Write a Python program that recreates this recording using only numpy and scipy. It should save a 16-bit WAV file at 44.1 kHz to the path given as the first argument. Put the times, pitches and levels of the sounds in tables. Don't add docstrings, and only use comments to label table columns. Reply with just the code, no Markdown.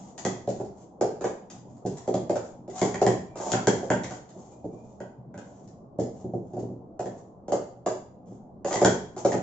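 import sys
import numpy as np
from scipy import signal
from scipy.fft import rfft, irfft
from scipy.io import wavfile
from scipy.ndimage import uniform_filter1d

SR = 44100
rng = np.random.default_rng(int(sys.argv[2]) if len(sys.argv) > 2 else 0)


def generate_wav(sig):
    pcm = np.round(np.clip(np.atleast_2d(sig).T, -1, 1) * 32767).astype(np.int16)
    wavfile.write(sys.argv[1], SR, pcm)


N = 415422

# start in seconds, end in seconds, relative hiss level in dB.
HISSES = [(-.08, 0.11, -58.5), (0.166, 0.225, -53), (0.501, 0.576, -61), (0.74, 0.84, -64.5),
          (1.496, 1.588, -63.5), (1.658, 1.814, -69.5), (1.893, 2.08, -59.5), (2.404, 2.508, -60.5),
          (2.715, 2.821, -46.5), (2.832, 2.878, -41), (3.385, 3.53, -42.5), (3.781, 3.865, -55.5),
          (4.078, 4.184, -54), (4.262, 4.57, -63.5), (4.531, 5.025, -72), (5.397, 5.698, -68),
          (6.123, 6.232, -65), (6.337, 6.66, -77), (7.022, 7.081, -61), (7.14, 7.22, -65),
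          (7.867, 7.899, -49), (8.249, 8.369, -70), (8.654, 8.833, -39.5), (9.17, 9.203, -45.5),
          (9.276, 9.34, -45)]
# time in seconds, relative level in dB.
TOUCHES = [(0.1795, -27.5), (.491, -31.5), (0.649, -46), (1.017, -34.5), (1.5011, -33), (1.862, -31.5),
           (1.9716, -35.5), (2.6996, -39), (2.7813, -26), (3.3738, -32.5), (4.036, -27), (4.292, -43.5),
           (5.677, -47.5), (5.997, -33.5), (6.025, -42), (6.5923, -43)]
# time in seconds, relative hollow pop level in dB,
# cup air pitch in Hz, relative knock level in dB, knock pitch in Hz, relative crack level in dB.
KNOCKS = [(.251, -15.5, 370, -38, 1920, -32.5), (2.142, -13.5, 603, -47, 1140, -42),
          (2.816, -10, 417, -37, 2060, -33.5), (2.944, -22.5, 413, -39, 1860, -42),
          (3.066, -9, 369, -32.5, 1880, -32.5), (3.519, -19, 740, -50, 1430, -29.5),
          (3.536, -12.5, 766, -32.5, 1370, -47), (3.672, -6.5, 399, -30.5, 1620, -27.5),
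          (3.903, -11, 597, -29, 1530, -36), (4.044, -28.5, 510, -45, 1970, -50),
          (4.109, -27.5, 740, -48.5, 1484, -48.5), (5.004, -26.5, 575, -51.5, 1500, -58.5),
          (5.342, -33.5, 590, -55.5, 1510, -66.5), (5.378, -33.5, 575, -52, 1480, -54),
          (7.058, -23.5, 550, -54, 1730, -56), (8.729, -31, 503.6, -39.5, 1985, -34.5),
          (8.758, -19.5, 404, -36.5, 1950, -39), (8.8485, -8, 422, -26, 1525, -24),
          (9.32, -23, 497, -39.5, 1810, -42), (9.34, -13, 805, -43, 1290, -51)]
# time in seconds, relative hollow pop level in dB,
# cup air pitch in Hz, hardness from 0 (flat on the mat) to 1 (plastic on plastic).
LANDINGS = [(.475, -14, 572, .44), (.6, -20, 400, 0.52), (1.011, -9.5, 422, 0.7), (1.21, -22, 397, 0.82),
            (1.242, -13.5, 438, 0.79), (1.85, -18, 396.5, .17), (2.077, -12.5, 382, 0.55),
            (2.296, -11, 602, .61), (2.357, -15.5, 566, .77), (2.679, -26.5, 374, .56),
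            (3.016, -6.5, 400, 0.68), (3.357, -27, 590, .88), (3.4, -25, 610, .88),
            (3.463, -21.5, 636, .77), (3.829, -21, 535, .54), (4.361, -35, 385, .34),
            (4.642, -23.5, 435, .18), (4.734, -35, 359, .26), (5.987, -14.5, 440, 0.17),
            (6.242, -23.5, 368, .1), (6.335, -18.5, 353, .06), (6.534, -25.5, 373, .4),
            (6.567, -21.5, 363, .32), (6.627, -26, 394, .09), (6.701, -31, 376, .05),
            (6.994, -17.5, 677, 0.68), (7.482, -22.5, 527, .66), (7.521, -10, 579, .72),
            (7.862, -12.5, 622, 0.84), (8.307, -36, 371, .25), (8.647, -15, 564, 0.77),
            (8.709, -19.5, 557, .97), (8.816, -5, 588, .7), (9.165, -24.5, 397, .82), (9.249, -6, 569, .66)]
# start in seconds, end in seconds, level in dB.
BUMPS = [(1.935, 1.97, -40), (5.179, 5.4, -46.5), (5.453, 5.78, -50)]
# start in seconds, length in seconds, relative level in dB.
SQUEAKS = [(3.268, 0.11, -64), (4.43, 0.22, -79), (4.675, .19, -73.5)]

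# mode in Hz before detuning, relative gain in dB, width in Hz.
WALL_MODES = [(972, 16, 92), (1320, 2, 990), (1670, -16, 600), (1962, -8, 87), (2150, -21.5, 190),
              (3000, -8, 240)]
# frequency in Hz, level over the direct sound in dB, width in Hz.
ROOM_MODES = [(119.4, 21.5, 7.3), (187.6, 22, 5.3), (242.6, 17.5, 4.4), (372.4, 17.5, 5.7),
              (408.3, 10.5, 6), (575, 13.5, 38), (726, 7, 44)]
# mean delay in seconds, level against the direct sound in dB.
ECHOES = [(.0031, -2), (.0062, -10), (.0092, -18.5), (0.011, -2), (0.0134, -2.5), (0.016, -15.5),
          (.0222, -8), (0.0346, -9.5)]
# frequency in Hz, time to fall by 60 dB in seconds.
ROOM_T60 = [(100, 0.95), (260, 0.41), (700, 0.45), (1800, 0.45), (4800, 0.44), (7800, 0.39)]
# frequency in Hz, level over the direct sound in dB.
ROOM_TAIL = [(100, 8.5), (500, 13.5), (1000, 11), (2000, 10.5), (7000, 8.5)]
# frequency in Hz, left-right correlation.
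ALIKE = [(100, 0.85), (300, .95), (550, 0.73), (900, 0.27), (1500, 0), (3000, 0.055), (8000, 0)]
# frequency in Hz, left minus right in dB.
BALANCE = [(100, -0.5), (1200, -1.4), (2500, -0.5), (4500, 0.5), (6000, 4), (7000, 7), (7800, -1.5)]

# frequency in Hz, relative gain in dB.
THUMP = [(25, -20.5), (50, -19.5), (85, -8), (120, -1.5), (200, 0), (300, -2), (450, -29.5), (900, -45.5),
         (2000, -94)]
# frequency in Hz, relative gain in dB.
POP = [(60, -43.5), (200, -17.5), (350, 4.5), (550, 2.5), (750, 3.5), (900, -7.5), (1100, -15.5),
       (1400, -24.5), (2500, -42.5), (6000, -83)]
# frequency in Hz, relative gain in dB.
RIM = [(300, -18), (1000, -6), (2000, -6.5), (2700, -6), (3300, -4), (3900, -5), (5000, -2), (6000, 0),
       (7000, 6.5), (7900, -5)]
# frequency in Hz, relative gain in dB.
HISS = [(300, -21.5), (1000, -16.5), (2000, -10.5), (2800, -15), (3300, -11), (4000, -14), (5200, -9.5),
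        (6200, -2), (7000, 2), (7900, -8.5)]
# frequency in Hz, relative gain in dB.
MURMUR = [(20, -12), (45, -26.5), (75, -4.5), (100, -11.5), (122, 4), (150, -5.5), (185, 4), (260, -2.5),
          (450, -7), (750, -6.5), (1000, -17), (1300, -28.5), (1900, -50), (2600, -59), (8000, -56.5)]

MURMUR_DB = -49
EDGE_HZ = 7980
RING = 32768
HZ, AGE = np.fft.rfftfreq(RING, 1 / SR), np.arange(RING) / SR
FADE = np.minimum(10 * (1 - AGE / AGE[-1]), 1) ** 2

THUMP_SOFT_DB, THUMP_HARD_DB = -5, -17
CLACK_SOFT_DB, CLACK_HARD_DB = -59, 49.1
CLICK_SOFT_DB, CLICK_HARD_DB = -48, 30.7
MEDIUM_POP_DB, THUMP_LAG = -18, 0.22
WALL_HZ = 1170
KNOCK_THUMP_DB, KNOCK_CLACK_DB, KNOCK_CLICK_DB = -10, 6, 1.5
KNOCK_WIDTH_HZ = 330
KNOCK_UPPER_HZ, GRIP_DETUNE = 3285, 0.042
BUMP_GAP_S = .09
SQUEAK_HZ, SQUEAK_RISE_HZ_PER_S = 2310, 880


def gain_of(db):
    return 10 ** (np.asarray(db) / 20)


def rms(x):
    return np.sqrt(np.mean(x ** 2) + 1e-20)


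def read(points, hz):
    f, value = np.transpose(points)
    return np.interp(np.log(hz + 1), np.log(f + 1), value)


def add(mix, s, sound):
    at = round(s * SR)
    part = mix[:, max(at, 0):][:, :RING + min(at, 0)]
    sound = sound[:, max(-at, 0):]
    part += sound[:, :part.shape[1]]


def colour(points):
    log_gain = np.log(gain_of(read(points, HZ)))
    both_sides = np.r_[log_gain, log_gain[-2:0:-1]]
    return np.exp(np.conj(signal.hilbert(both_sides)))[:len(HZ)]


def resonance(hz, width_hz):
    damping = 1j * HZ * width_hz
    return damping / (hz ** 2 - HZ ** 2 + damping)


def stereo_noise(size):
    hz, t, (mid, side) = signal.stft(rng.standard_normal((2, size)), SR, nperseg=1024)
    alike = np.clip(read(ALIKE, hz), -1, 1)[:, None]
    mid = mid * np.sqrt((1 + alike) / 2)
    side = side * np.sqrt((1 - alike) / 2)
    return hz[:, None], t, np.array([mid + side, mid - side])


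def murmur(patchy_db=2.5):
    hz, t, z = stereo_noise(N)
    patches = rng.standard_normal(z.shape[1:])
    patches = uniform_filter1d(patches, size=4, axis=0)
    patches = uniform_filter1d(patches, size=7, axis=1)
    lumpy = z * gain_of(patchy_db * patches / rms(patches))
    noise = signal.istft(lumpy, nperseg=1024)[1][:, :N]
    noise = irfft(rfft(noise) * gain_of(read(MURMUR, np.fft.rfftfreq(N, 1 / SR))), N)
    return gain_of(MURMUR_DB) * noise / rms(noise)


def echoes(wander_s=.0006, port_lag_s=.00007):
    taps = np.zeros((2, RING))
    taps[[0, 1], [0, 2]] = 1
    for delay, db in ECHOES:
        side_lag = np.array([1, -1]) * port_lag_s * rng.standard_normal()
        at = delay + wander_s * rng.uniform(-1, 1) + side_lag
        taps[[0, 1], np.round(abs(at) * SR).astype(int)] += gain_of(db)
    return rfft(taps)


def room(build_s=.005):
    hz, t, z = stereo_noise(RING)
    t60 = read(ROOM_T60, hz)
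    unit_energy = np.sqrt(np.log(1e6) / (t60 * SR))
    decay = 1e-3 ** (t / t60)
    z = z * gain_of(read(ROOM_TAIL, hz)) * unit_energy * decay
    tail = signal.istft(z, nperseg=1024)[1][:, :RING]
    tail = tail * (1 - np.exp(-(AGE / build_s) ** 2))
    standing = sum(gain_of(db) * resonance(f, width) for f, db, width in ROOM_MODES)
    balance = gain_of(np.outer([.5, -.5], read(BALANCE, HZ)))
    return (echoes() + rfft(tail) + standing) * balance


def heard(spectrum, space, db, span_s=0.024):
    sound = irfft(spectrum * space) * FADE
    return gain_of(db) * sound / rms(sound[:, :round(span_s * SR)])


def hisses(slips_per_s=2700.0, grain_db=7.0, level_db=2.0, hollow_db=4.5, hollow_hz=770.0, hollow_width_hz=640.0):
    out, hiss = np.zeros((2, N)), colour(HISS)
    for start, end, db in HISSES:
        length = end - start
        stroke = np.sqrt(abs(np.sin(np.pi * np.minimum(AGE / length, 1))))
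        sizes = gain_of(grain_db * np.minimum(rng.exponential(1, RING), 4)) * rng.standard_normal(RING)
        slips = sizes * (rng.random(RING) < slips_per_s / SR)
        rub, space = rfft(slips * stroke), room()
        hollow = resonance(hollow_hz, hollow_width_hz) ** 3
        add(out, start, heard(hiss * rub, space, db + level_db, length))
        add(out, start, heard(hollow * rub, space, db + hollow_db, length))
    return out


def contact(db, scuff_db=-0.5, scuff_s=0.0052, cleaner=0.72, grain_db=6.0):
    slips = rng.standard_normal(RING) * gain_of(grain_db * np.minimum(rng.exponential(1, RING), 4))
    scuff = slips * np.exp(-AGE / scuff_s)
    force_db = max(db + 38, 0)
    return 1 + gain_of(scuff_db - cleaner * force_db) * rfft(scuff / np.linalg.norm(scuff))


def wall(struck_hz, struck_db=13.0, struck_width_hz=160.0, spread=0.045):
    tune = 1 + spread * rng.uniform(-1.3, 1)
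    modes = sum(gain_of(db) * resonance(hz * tune, width) for hz, db, width in WALL_MODES)
    struck = gain_of(struck_db) * resonance(struck_hz, struck_width_hz)
    radiation = resonance(1500, 1700)
    return (modes + struck) * radiation


def touches(click_db=-12.5, clack_db=-29.0, wall_hz=2000.0):
    out, rim = np.zeros((2, N)), colour(RIM)
    for s, click in TOUCHES:
        space, graze = room(), contact(click + click_db)
        add(out, s, heard(rim * graze, space, click + click_db))
        add(out, s, heard(wall(wall_hz) * graze, space, click + clack_db))
    return out


def knocks(ring_db=-8.5, crack_db=-2.75, knock_direct_db=7.0, upper_db=-15.0, scuff_db=-3.5, scuff_s=0.0028):
    out, rim = np.zeros((2, N)), colour(RIM)
    for s, _, _, ring, ring_hz, crack in KNOCKS:
        space = room()
        knock = resonance(ring_hz, KNOCK_WIDTH_HZ) ** 2
        upper_hz = KNOCK_UPPER_HZ * (1 + GRIP_DETUNE * rng.uniform(-1, 1))
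        upper = resonance(upper_hz, KNOCK_WIDTH_HZ) ** 2
        scuff = rng.standard_normal(RING) * np.exp(-AGE / scuff_s)
        blow = 1 + gain_of(scuff_db) * rfft(scuff / np.linalg.norm(scuff))
        add(out, s, heard(knock * blow, space + gain_of(knock_direct_db), ring + ring_db))
        add(out, s, heard(rim * blow, space + 1, crack + crack_db))
        add(out, s, heard(upper * blow, space, crack + upper_db))
    return out


def cushion(hardness_db, corner_hz=1747.0, db_per_octave=33.5):
    ratio = HZ / (corner_hz * 2 ** (hardness_db / db_per_octave))
    return 1 / (1 - ratio ** 2 + 1j * np.sqrt(2) * ratio)


def cup_air(hz, air_db=3.5, width_hz=38.0, overtone=2.103, overtone_db=-7.5, overtone_width_hz=57.0):
    fundamental = gain_of(air_db) * resonance(hz, width_hz)
    return 1 + fundamental + gain_of(overtone_db) * resonance(hz * overtone, overtone_width_hz)


def settle(rise_s=0.006):
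    swell = rng.standard_normal(RING) * AGE * np.exp(-AGE / rise_s)
    return rfft(swell / np.linalg.norm(swell))


def blows():
    for s, pop, air_hz, hardness in LANDINGS:
        thump = pop + THUMP_SOFT_DB + THUMP_HARD_DB * hardness - THUMP_LAG * (pop - MEDIUM_POP_DB)
        clack = pop + CLACK_SOFT_DB + CLACK_HARD_DB * hardness
        click = pop + CLICK_SOFT_DB + CLICK_HARD_DB * hardness
        yield s, pop, air_hz, thump, clack, WALL_HZ, click
    for s, pop, air_hz, knock, knock_hz, crack in KNOCKS:
        yield s, pop, air_hz, pop + KNOCK_THUMP_DB, knock + KNOCK_CLACK_DB, knock_hz, crack + KNOCK_CLICK_DB


def landings(pop_db=-11.0, thump_db=-6.0, clack_db=-6.0, click_db=-2.0, settle_db=6.0, give_s=.0012):
    out, thump, pop, rim = np.zeros((2, N)), colour(THUMP), colour(POP), colour(RIM)
    for s, hollow, air_hz, table, clack, wall_hz, click in blows():
        space = room()
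        with_settling = space + gain_of(settle_db) * settle()
        air = pop * cushion(clack - hollow) * cup_air(air_hz)
        add(out, s + give_s, heard(air, with_settling, hollow + pop_db))
        add(out, s + give_s, heard(thump, space, table + thump_db))
        add(out, s, heard(wall(wall_hz) * contact(clack), space, clack + clack_db))
        add(out, s, heard(rim * contact(click), space, click + click_db))
    return out


def bumps(hz=113.0, width_hz=64.0):
    out = np.zeros((2, N))
    for start, end, db in BUMPS:
        for s in np.arange(start, end, BUMP_GAP_S):
            dull = resonance(hz * rng.uniform(1.0, 1.4), width_hz) ** 4
            add(out, s, heard(dull, np.ones((2, 1)), db))
    return out


def squeak(jitter=0.011, level_db=2.0):
    out = np.zeros((2, N))
    for start, length, db in SQUEAKS:
        waver = uniform_filter1d(rng.standard_normal(RING), size=200)
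        pitch_hz = (SQUEAK_HZ + SQUEAK_RISE_HZ_PER_S * AGE) * (1 + jitter * waver / rms(waver))
        turns = np.cumsum(pitch_hz) / SR
        swell = np.sin(np.pi * np.minimum(AGE / length, 1))
        tone = gain_of(db + level_db) * swell * np.sin(2 * np.pi * turns)
        sound = irfft(rfft(tone) * room())
        add(out, start, sound * rms(tone) / rms(sound))
    return out


def scene():
    return landings() + knocks() + touches() + hisses() + bumps() + squeak() + murmur()


def record(dry):
    low_pass = signal.firwin(131, EDGE_HZ, window=("kaiser", 6), fs=SR)
    return signal.oaconvolve(dry, low_pass[None], "same")


dry = scene()
out = record(dry)
generate_wav(out)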